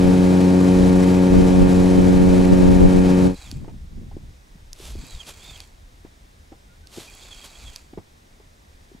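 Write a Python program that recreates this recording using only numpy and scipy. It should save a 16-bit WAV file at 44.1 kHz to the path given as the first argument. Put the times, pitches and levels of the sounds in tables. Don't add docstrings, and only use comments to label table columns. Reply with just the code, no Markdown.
import sys
import numpy as np
from scipy import signal
from scipy.fft import rfft, irfft
from scipy.io import wavfile

SR = 44100
rng = np.random.default_rng(int(sys.argv[2]) if len(sys.argv) > 2 else 0)


def master(y):
    cut = np.clip(np.atleast_2d(y).T, -1, 1)
    pcm = np.round(cut * 32767)
    wavfile.write(sys.argv[1], SR, pcm.astype(np.int16))


N = 396900
TIME = np.arange(N) / SR
RIDE_END_S, RIDE_FADE_S = 3.358, 0.12

# frequency_hz, density_db
RIVER_SPECTRUM = [(40, 1), (200, 2), (400, -2.5), (700, -3), (1300, -7.5), (2000, -7.5), (2900, -13),
                  (3700, -10.5), (4300, -14), (5200, -13), (7500, -17), (9500, -19), (10800, -23),
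                  (15700, -25)]
# frequency_hz, correlation
RIVER_CORRELATION = [(60, 0.99), (130, 1), (290, 0.63), (640, -0.43), (1410, -0.61), (3100, 0.37),
                     (6820, 0.86), (15000, 0.24)]
# frequency_hz, density_db
CHURN_SPECTRUM = [(40, -6), (140, 6), (230, -2), (400, -15), (700, -31), (1500, -42), (4000, -73)]
# peak_s, level_db, half_length_s
HULL_WAVES = [(3.59, -36, 0.063), (3.72, -45, 0.1), (4.0, -37, 0.05), (4.15, -43, 0.052), (5.0, -45, 0.064),
              (5.48, -50, 0.016), (6.98, -49, 0.018), (7.68, -54, 0.034), (7.985, -45, 0.02)]
# time_s, level_db
BREEZE_LEVELS = [(0, -39), (0.45, -40), (1.27, -33), (1.36, -25), (3.1, -28.5), (3.4, -42.5), (5.3, -49.5),
                 (6.5, -47.5), (7.1, -53.5), (9.0, -52)]
# peak_s, level_db, half_length_s
GUST_SWELLS = [(0.06, -27, 0.042), (0.23, -32, 0.067), (0.55, -34, 0.03), (0.82, -26.5, 0.046),
               (0.96, -31, 0.05), (1.38, -25, 0.036), (1.62, -25, 0.033), (1.99, -23, 0.014),
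               (2.25, -27.5, 0.13), (2.53, -26, 0.022), (2.69, -22.5, 0.057), (2.84, -17, 0.022),
               (2.98, -25, 0.036), (3.27, -21.5, 0.033), (3.58, -33, 0.032), (3.75, -42.5, 0.08),
               (4.0, -42, 0.11), (4.2, -45, 0.06), (4.64, -50, 0.062), (4.95, -36, 0.06),
               (5.16, -42, 0.027), (5.52, -46, 0.04), (7.67, -43, 0.042)]
# frequency_hz, density_db
WIND_SPECTRUM = [(10, -17.5), (25, 4.5), (48, 0), (75, 0), (110, -11), (200, -22.5), (400, -44),
                 (1000, -88)]
# frequency_hz, density_db
EDDY_SPECTRUM = [(20, -22), (60, -4), (120, 0), (190, 1), (300, -2), (500, -10), (800, -19.5), (1300, -37),
                 (2200, -49), (5000, -68)]
# peak_s, level_db
PORT_PUFFS = [(1.392, -14), (2.529, 0), (2.707, -10), (2.857, -2)]
# start_s, level_db, pitch_hz, attack_s, relative_splash_db
HULL_SLAPS = [(3.524, -30.5, 260, 0.0026, -22), (3.642, -39.5, 298, 0.0024, -4),
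              (3.678, -26.5, 326, 0.0015, -11.5), (3.683, -51, 856, 0.0028, -12),
              (3.739, -40, 200, .003, -23), (3.976, -30, 190, 0.0019, -25), (4.03, -40, 197, 0.002, -22),
              (4.113, -42, 800, .002, -5), (4.166, -23, 310, 0.0016, -26), (4.234, -25.5, 110, 0.0024, -33),
              (4.285, -23.5, 65, 0.0027, -43), (4.553, -34.5, 169, 0.0029, -22),
              (4.799, -35.5, 390, 0.0023, -19), (4.953, -28.5, 324, 0.0018, -26),
              (4.984, -33, 190, 0.0026, -29), (5.036, -34.5, 250, 0.0024, -24),
              (6.048, -28.5, 310, 0.0015, -16.5), (6.518, -35, 310, 0.0034, -9.5),
              (6.524, -42, 775, 0.0034, -14), (6.682, -49, 128, 0.0051, -28),
              (6.972, -30, 298, 0.0024, -16), (6.981, -26.5, 340, 0.0019, -28),
              (7.9317, -29.5, 286, 0.0018, -20), (7.9738, -24, 386, 0.0022, -14),
              (7.991, -35, 328, 0.0015, -28), (8.399, -44.5, 416, 0.003, -9),
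              (8.915, -40, 370, 0.0025, -23), (8.947, -31, 219, 0.0017, -22)]
# frequency_hz, density_db
SPLASH_SPECTRUM = [(100, 2), (400, -1), (850, 0.5), (1400, -16), (2600, -18), (8000, -48)]
# peak_s, level_db, half_length_s
SLEEVE_BRUSHES = [(4.857, -43, 0.054), (5.291, -40, 0.018), (6.999, -42.5, 0.05), (7.454, -42.5, 0.014)]
# frequency_hz, density_db
SLEEVE_SPECTRUM = [(150, 4.5), (800, 1.5), (1800, -4.5), (3500, 3), (5000, -1), (7500, -2), (11000, -6),
                   (13000, -11), (15700, -24)]
# start_s, level_db, pitch_ratio
REEL_CLICKS = [(3.5144, -20.5, 1.07), (4.7312, -22, 1.25), (5.108, -33, 1.6), (5.604, -22, 0.98),
               (6.872, -30, 1.02), (7.152, -34, 2.05), (7.347, -33, 1.2), (7.761, -19, 1.12)]
# base_frequency_hz, level_db, t60_s
IMPACT_MODES = [(3500, -14, 0.0028), (4300, 0.5, 0.0038), (4850, 12, 0.0013), (7540, -7.5, .004),
                (11000, -6.5, 0.0061)]
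# fastest_s, half_length_s, line_pitch_hz, line_base_db
CRANK_STROKES = [(3.395, 0.13, 4080, -57.5), (5.1, 0.16, 3940, -53.5), (5.476, 0.14, 3720, -54),
                 (7.082, 0.052, 2540, -62), (7.245, 0.184, 3650, -58), (7.387, 0.16, 3280, -66),
                 (7.62, 0.16, 3570, -59.5)]
# pitch_hz, width_hz, boost_db
LINE_SQUEALS = [(2420, 200, 11), (3255, 230, 13.5), (3590, 100, 4.5), (4000, 30, 14)]
# start_s, stop_s, rotor_db
REEL_BURSTS = [(3.19, 3.524, -50.5), (4.816, 5.61, -50), (6.9, 7.77, -50.5)]
# frequency_hz, density_db
WHIRR_SPECTRUM = [(150, -3), (800, -0.5), (1800, -6), (2500, -2.5), (2950, -6), (3400, -9.5), (4500, 0.5),
                  (5700, -9.5), (6500, -2), (7600, -1.5), (8500, -10), (10500, -12), (13000, -23),
                  (15700, -36)]
# frequency_hz, width_hz, level_db
ROD_SPOOL_MODES = [(2510, 260, -0.5), (3280, 77, 2), (3580, 180, -15), (3850, 180, -6), (4440, 250, -2.5),
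                   (7680, 100, -2.5)]
# frequency_hz, density_db
TICK_SPECTRUM = [(1000, -12), (4000, 2), (9000, -2), (12500, -7), (15700, -11)]
# frequency_hz, density_db
WAKE_SPECTRUM = [(40, -41.5), (130, 2.5), (280, -2.5), (450, -4), (620, -8.5), (900, -14), (1300, -19.5),
                 (2400, -23), (2900, -27.5), (4300, -27), (7500, -30.5), (10300, -34.5), (13000, -43),
                 (15700, -51)]
# frequency_hz, correlation
WAKE_CORRELATION = [(60, 0.44), (130, 1), (290, 0.59), (640, 0.47), (1410, 0.069), (3100, 1), (6820, 0.85),
                    (15000, 0.063)]
# frequency_hz, density_db
RATTLE_SPECTRUM = [(400, 17.5), (900, 5), (2500, 8.0), (4000, -9.0), (9000, -15), (15000, -35)]
# time_s, firing_rate_hz
FIRING_RATE = [(0, 91.4), (0.5, 91.6), (1.2, 91.65), (2.0, 91.55), (2.7, 91.45), (3.0, 91.6), (3.35, 91.6)]
# multiple_of_firing_rate, relative_level_db
ENGINE_ORDERS = [(1, -9.5), (2, 2), (3, -1), (4, -7), (5, -11), (6, -13), (7, -27.5), (8, -24.5), (9, -22),
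                 (10, -21), (11, -43), (12, -31.5), (13, -32), (14, -48), (15, -35), (16, -38), (17, -41.5),
                 (18, -32), (19, -56.5), (20, -33), (21, -73), (22, -50), (23, -57), (24, -38.5), (25, -36),
                 (26, -39), (27, -34), (28, -35), (29, -52), (30, -44), (31, -51), (32, -42), (33, -39),
                 (34, -36.5), (35, -57), (36, -47.5), (37, -62), (38, -44.5), (39, -62), (40, -55),
                 (41, -50), (42, -39.5), (43, -51), (44, -44), (45, -42)]
# frequency_hz, left_minus_right_db
EXHAUST_BALANCE = [(90, 1), (360, 1.3), (550, 5.5), (900, 2), (1200, 5.5), (2500, 2)]


def amp(db):
    return 10 ** (np.asarray(db) / 20)


def unit_rms(x):
    return x / np.sqrt(np.mean(x ** 2) + 1e-20)


def at_frequency(points, hz):
    frequency, value = np.transpose(points)
    return np.interp(np.log(hz + 1), np.log(frequency + 1), value)


def add(mix, start_s, sound):
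    part = mix[..., round(start_s * SR):][..., :sound.shape[-1]]
    part += sound[..., :part.shape[-1]]


def pan(left_minus_right_db):
    return amp(np.array([[left_minus_right_db], [-left_minus_right_db]]) / 2)


def wander(rate_hz):
    count = N // 64
    hz = np.fft.rfftfreq(count, N / count / SR)
    slow = irfft(rfft(rng.standard_normal(count)) / (1 + (hz / rate_hz) ** 2), count)
    return np.interp(TIME, np.linspace(0, N / SR, count), unit_rms(slow))


def noise(spectrum, correlation):
    hz = np.fft.rfftfreq(N, 1 / SR)
    alike = np.clip(correlation if np.isscalar(correlation) else at_frequency(correlation, hz), -1, 1)
    mid, side = rfft(rng.standard_normal((2, N))) * amp(at_frequency(spectrum, hz))
    mid, side = irfft(mid * np.sqrt(1 + alike), N), irfft(side * np.sqrt(1 - alike), N)
    return np.array([mid + side, mid - side]) / mid.std()


def resonate(x, hz, width_hz):
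    carrier = np.exp(2j * np.pi * np.cumsum(hz * np.ones(len(x))) / SR)
    pole = np.exp(-np.pi * width_hz / SR)
    return 2 * (carrier * signal.lfilter([1 - pole], [1, -pole], x / carrier)).real


def swells(rows):
    return sum(amp(db) * np.exp(-np.minimum(((TIME - peak_s) / half_s) ** 2 / 2, 50))
               for peak_s, db, half_s in rows)


def under_way():
    return np.clip((RIDE_END_S - TIME) / RIDE_FADE_S, 0, 1)


def far_bird(start_s=6.68, length_s=0.19, low_hz=1405, high_hz=1535):
    hz = np.interp(TIME, [start_s, start_s + length_s], [low_hz, high_hz]) * (1 + .012 * wander(130))
    syllables = swells([(6.72, -64, 0.025), (6.85, -63, 0.012)])
    return syllables * np.sqrt(2) * np.sin(2 * np.pi * np.cumsum(hz) / SR)


def river(river_db=-57, churn_db=-3, gurgle_db=3, idle_db=-72, stir_db=-22, stir_s=0.0093):
    wash = amp(river_db) * noise(RIVER_SPECTRUM, RIVER_CORRELATION) * amp(0.16 * wander(1.7))
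    stirred, age = np.zeros(N), np.arange(SR // 8) / SR / stir_s
    for start_s, db, *_ in HULL_SLAPS:
        add(stirred, start_s, amp(db + stir_db) * age * np.exp(1 - age))
    unrest = np.sqrt(amp(idle_db) ** 2 + swells(HULL_WAVES) ** 2 + stirred ** 2)
    churn = amp(churn_db) * unrest * noise(CHURN_SPECTRUM, 0.2) * amp(gurgle_db * wander(28))
    return wash + churn


def airflow():
    return amp(np.interp(TIME, *np.transpose(BREEZE_LEVELS))) + swells(GUST_SWELLS)


def wind(air, gain_db=-1, lump_db=2):
    riding = under_way() * noise(WIND_SPECTRUM, 1.0) * pan(-2.6)
    adrift = (1 - under_way()) * noise(WIND_SPECTRUM, 0.97)
    return amp(gain_db) * air * (riding + adrift) * amp(lump_db * wander(12))


def eddies(air, eddy_db=-19.5, reference_air_db=-24, exponent=1.47, puff_s=0.0013):
    lumps = amp(1.5 * wander(70))
    strength = under_way() * (air / amp(reference_air_db)) ** exponent
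    swirl = amp(eddy_db) * strength * unit_rms(noise(EDDY_SPECTRUM, 0)[0] * lumps)
    for peak_s, db in PORT_PUFFS:
        offset = (TIME - peak_s) / puff_s
        swirl -= amp(db) * (1 - offset ** 2) * np.exp(-offset ** 2 / 2)
    return swirl * [[1], [-1]]


def hull_slaps(chirp_per_s=0.43, splash_s=0.013, spread_rad=0.13, push_db=-14, push_s=0.00065):
    out, t = np.zeros((2, N)), np.arange(SR // 8) / SR
    spatter = noise(SPLASH_SPECTRUM, 0.67) * amp(4.0 * wander(120))
    push = amp(push_db) * t / push_s * (2 - t / push_s) * np.exp(1 - t / push_s)
    for start_s, db, hz, attack_s, splash_db in HULL_SLAPS:
        closing = 1 - np.exp(-(2 * hz * t) ** 2)
        envelope = t / attack_s * np.exp(1 - t / attack_s) * closing
        phase = 2 * np.pi * hz * t * (1 + chirp_per_s * t)
        ring = envelope * np.sin(phase + [[spread_rad], [-spread_rad]])
        onset = 1 - np.exp(-t / attack_s)
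        add(out, start_s, amp(db) * (ring - push * onset))
        spray = spatter[:, round(start_s * SR):][:, :len(t)]
        spray_envelope = (np.exp(-t / splash_s) * onset)[:spray.shape[1]]
        add(out, start_s, amp(db + splash_db) * spray * spray_envelope)
    return out * pan(0.39)


def sleeve(grain_db=2.0):
    return swells(SLEEVE_BRUSHES) * noise(SLEEVE_SPECTRUM, 0.94) * amp(grain_db * wander(300)) * pan(-0.92)


def clicks(attack_s=0.00011, rebound_s=.0011, rebound_db=-10):
    out, t = np.zeros(N), np.arange(SR // 30) / SR
    for start_s, db, pitch_ratio in REEL_CLICKS:
        ratios = [pitch_ratio] * (len(IMPACT_MODES) - 1) + [1]
        ring = sum(amp(mode_db - 60 * t / t60_s) * np.sin(2 * np.pi * hz * ratio * t)
                   for (hz, mode_db, t60_s), ratio in zip(IMPACT_MODES, ratios))
        ring *= 1 - np.exp(-t / attack_s)
        ring /= abs(ring).max()
        add(out, start_s, amp(db) * ring)
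        add(out, start_s + rebound_s, amp(db + rebound_db) * ring)
    return out * pan(-4.0)


def crank_stroke(fastest_s, half_s, top_hz, sag=0.41):
    active = abs(TIME - fastest_s) < half_s
    progress = (TIME[active] - fastest_s) / half_s
    return active, progress, top_hz * (1 - sag * progress ** 2)


def singing_line(width_hz=120, octave_db=-13, slack_db=-30, edge_share=0.11, stutter_db=4, lock=0.7):
    out = np.zeros(N)
    rub, stutter = rng.standard_normal(N), amp(stutter_db * wander(35))
    for fastest_s, half_s, top_hz, db in CRANK_STROKES:
        active, progress, free_hz = crank_stroke(fastest_s, half_s, top_hz)
        pull_hz = sum((centre - free_hz) * np.exp(-((free_hz - centre) / width) ** 2 / 2)
                      for centre, width, _ in LINE_SQUEALS)
        hz = free_hz + lock * pull_hz
        song = unit_rms(resonate(resonate(rub[active], hz, width_hz), hz, 2 * width_hz))
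        octave = amp(octave_db) * unit_rms(resonate(rub[active], 2 * hz, 2 * width_hz))
        squeal_db = sum(boost / (1 + (2 * (hz - centre) / width) ** 2)
                        for centre, width, boost in LINE_SQUEALS)
        fade = np.minimum((1 - abs(progress)) / edge_share, 1)
        gain = amp(db + squeal_db + slack_db * np.maximum(-progress, 0)) * (hz / top_hz) ** 2
        out[active] += gain * fade * unit_rms(stutter[active]) * (song + octave)
    return out * pan(-5.5)


def rotor_envelope(coast_hz=2700, full_hz=3600, exponent=0.87, spin_up_s=0.21, run_down_s=0.06):
    pitch_hz = np.full(N, float(coast_hz))
    for fastest_s, half_s, top_hz, _ in CRANK_STROKES:
        active, _, hz = crank_stroke(fastest_s, half_s, top_hz)
        pitch_hz[active] = np.maximum(pitch_hz[active], hz)
    turning = np.zeros(N)
    for start_s, stop_s, db in REEL_BURSTS:
        spin_up = np.clip((TIME - start_s) / spin_up_s, 0, 1)
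        turning += amp(db) * spin_up * np.exp(-np.maximum(TIME - stop_s, 0) / run_down_s)
    return turning * (pitch_hz / full_hz) ** exponent


def reel(whirr_db=-1, ring_db=-4, grain_db=2, patchy_db=3, ticks_per_s=150, tick_db=-11, tick_s=0.00042):
    rub = rng.standard_normal(N)
    ring = unit_rms(sum(amp(db + patchy_db * wander(22)) * resonate(rub, hz, width_hz)
                        for hz, width_hz, db in ROD_SPOOL_MODES))
    whirr = amp(whirr_db) * noise(WHIRR_SPECTRUM, 0.86) + amp(ring_db) * ring
    whirr *= amp(grain_db * wander(250))
    catches = (rng.random(N) < ticks_per_s / SR) * amp(6 * np.minimum(rng.exponential(1, N), 3))
    tick_envelope = unit_rms(signal.lfilter([1], [1, -np.exp(-1 / (tick_s * SR))], catches))
    ticks = amp(tick_db) * tick_envelope * noise(TICK_SPECTRUM, 0.37)
    return (whirr + ticks) * rotor_envelope() * pan(-1.9)


def hum(pitch_hz=316, width_hz=7, gain_db=-39):
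    tone = resonate(resonate(rng.standard_normal(N), pitch_hz, width_hz), pitch_hz, 3 * width_hz)
    return amp(gain_db) * unit_rms(tone) * under_way() * pan(1.5)


def exhaust(firings, drone_db=-18, jitter_cycles=0.00083, flutter=0.011, left_lag_s=0.00033,
            max_lag_rad=1.09, whine_db=-44):
    orders, levels_db = np.transpose(ENGINE_ORDERS)
    log_gain = np.log(amp(np.r_[levels_db[-1], levels_db, levels_db[-2::-1]]))
    phases = -signal.hilbert(log_gain).imag[1:]
    firings = firings + jitter_cycles * wander(30)
    drone = np.zeros((2, N))
    for order, gain, phase in zip(orders, amp(levels_db), phases):
        hz = order * FIRING_RATE[0][1]
        depth, flutter_hz = min(flutter * (1 + order), .6), 6 + .7 * order
        angle = 2 * np.pi * order * firings + phase + depth * wander(flutter_hz)
        half_lag = min(2 * np.pi * hz * left_lag_s, max_lag_rad) / 2
        tone = np.cos(angle + [[-half_lag], [half_lag]]) * pan(at_frequency(EXHAUST_BALANCE, hz))
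        drone -= gain * (1 + depth * wander(flutter_hz)) * tone
    whine = np.sin(2 * np.pi * 15 * firings) * [[1], [-1]] * amp(1.6 * wander(6.4))
    return np.sqrt(2) * (amp(drone_db) * drone + amp(whine_db) * whine)


def outboard(wake_db=-26, rattle_decay_cycles=0.5, rattle_db=-45, seethe_db=1.16):
    firings = np.cumsum(np.interp(TIME, *np.transpose(FIRING_RATE))) / SR
    knock = unit_rms(np.exp(-(firings % 1) / rattle_decay_cycles))
    rattle = amp(rattle_db) * noise(RATTLE_SPECTRUM, 0.65) * knock
    wake = amp(wake_db) * noise(WAKE_SPECTRUM, WAKE_CORRELATION) * amp(seethe_db * wander(32))
    return under_way() * (exhaust(firings) + (wake + rattle) * pan(1.8))


def scene(start_gain_db=0.46, ease_db_per_s=-0.28):
    air = airflow()
    ride = (outboard() + hum()) * amp(start_gain_db + ease_db_per_s * TIME) + eddies(air)
    fishing = reel() + singing_line() + sleeve() + clicks()
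    return ride + fishing + wind(air) + river() + hull_slaps() + far_bird()


def record(dry):
    knee, cutoff_hz = 0.7, 15750
    excess = np.maximum(abs(dry) - knee, 0)
    rounded = np.clip(dry, -knee, knee) + np.sign(dry) * (1 - knee) * np.tanh(excess / (1 - knee))
    lowpass = signal.firwin(511, cutoff_hz, window=("kaiser", 9), fs=SR)
    return signal.oaconvolve(rounded, lowpass[None], "same", axes=1)


dry = scene()
out = record(dry)
master(out)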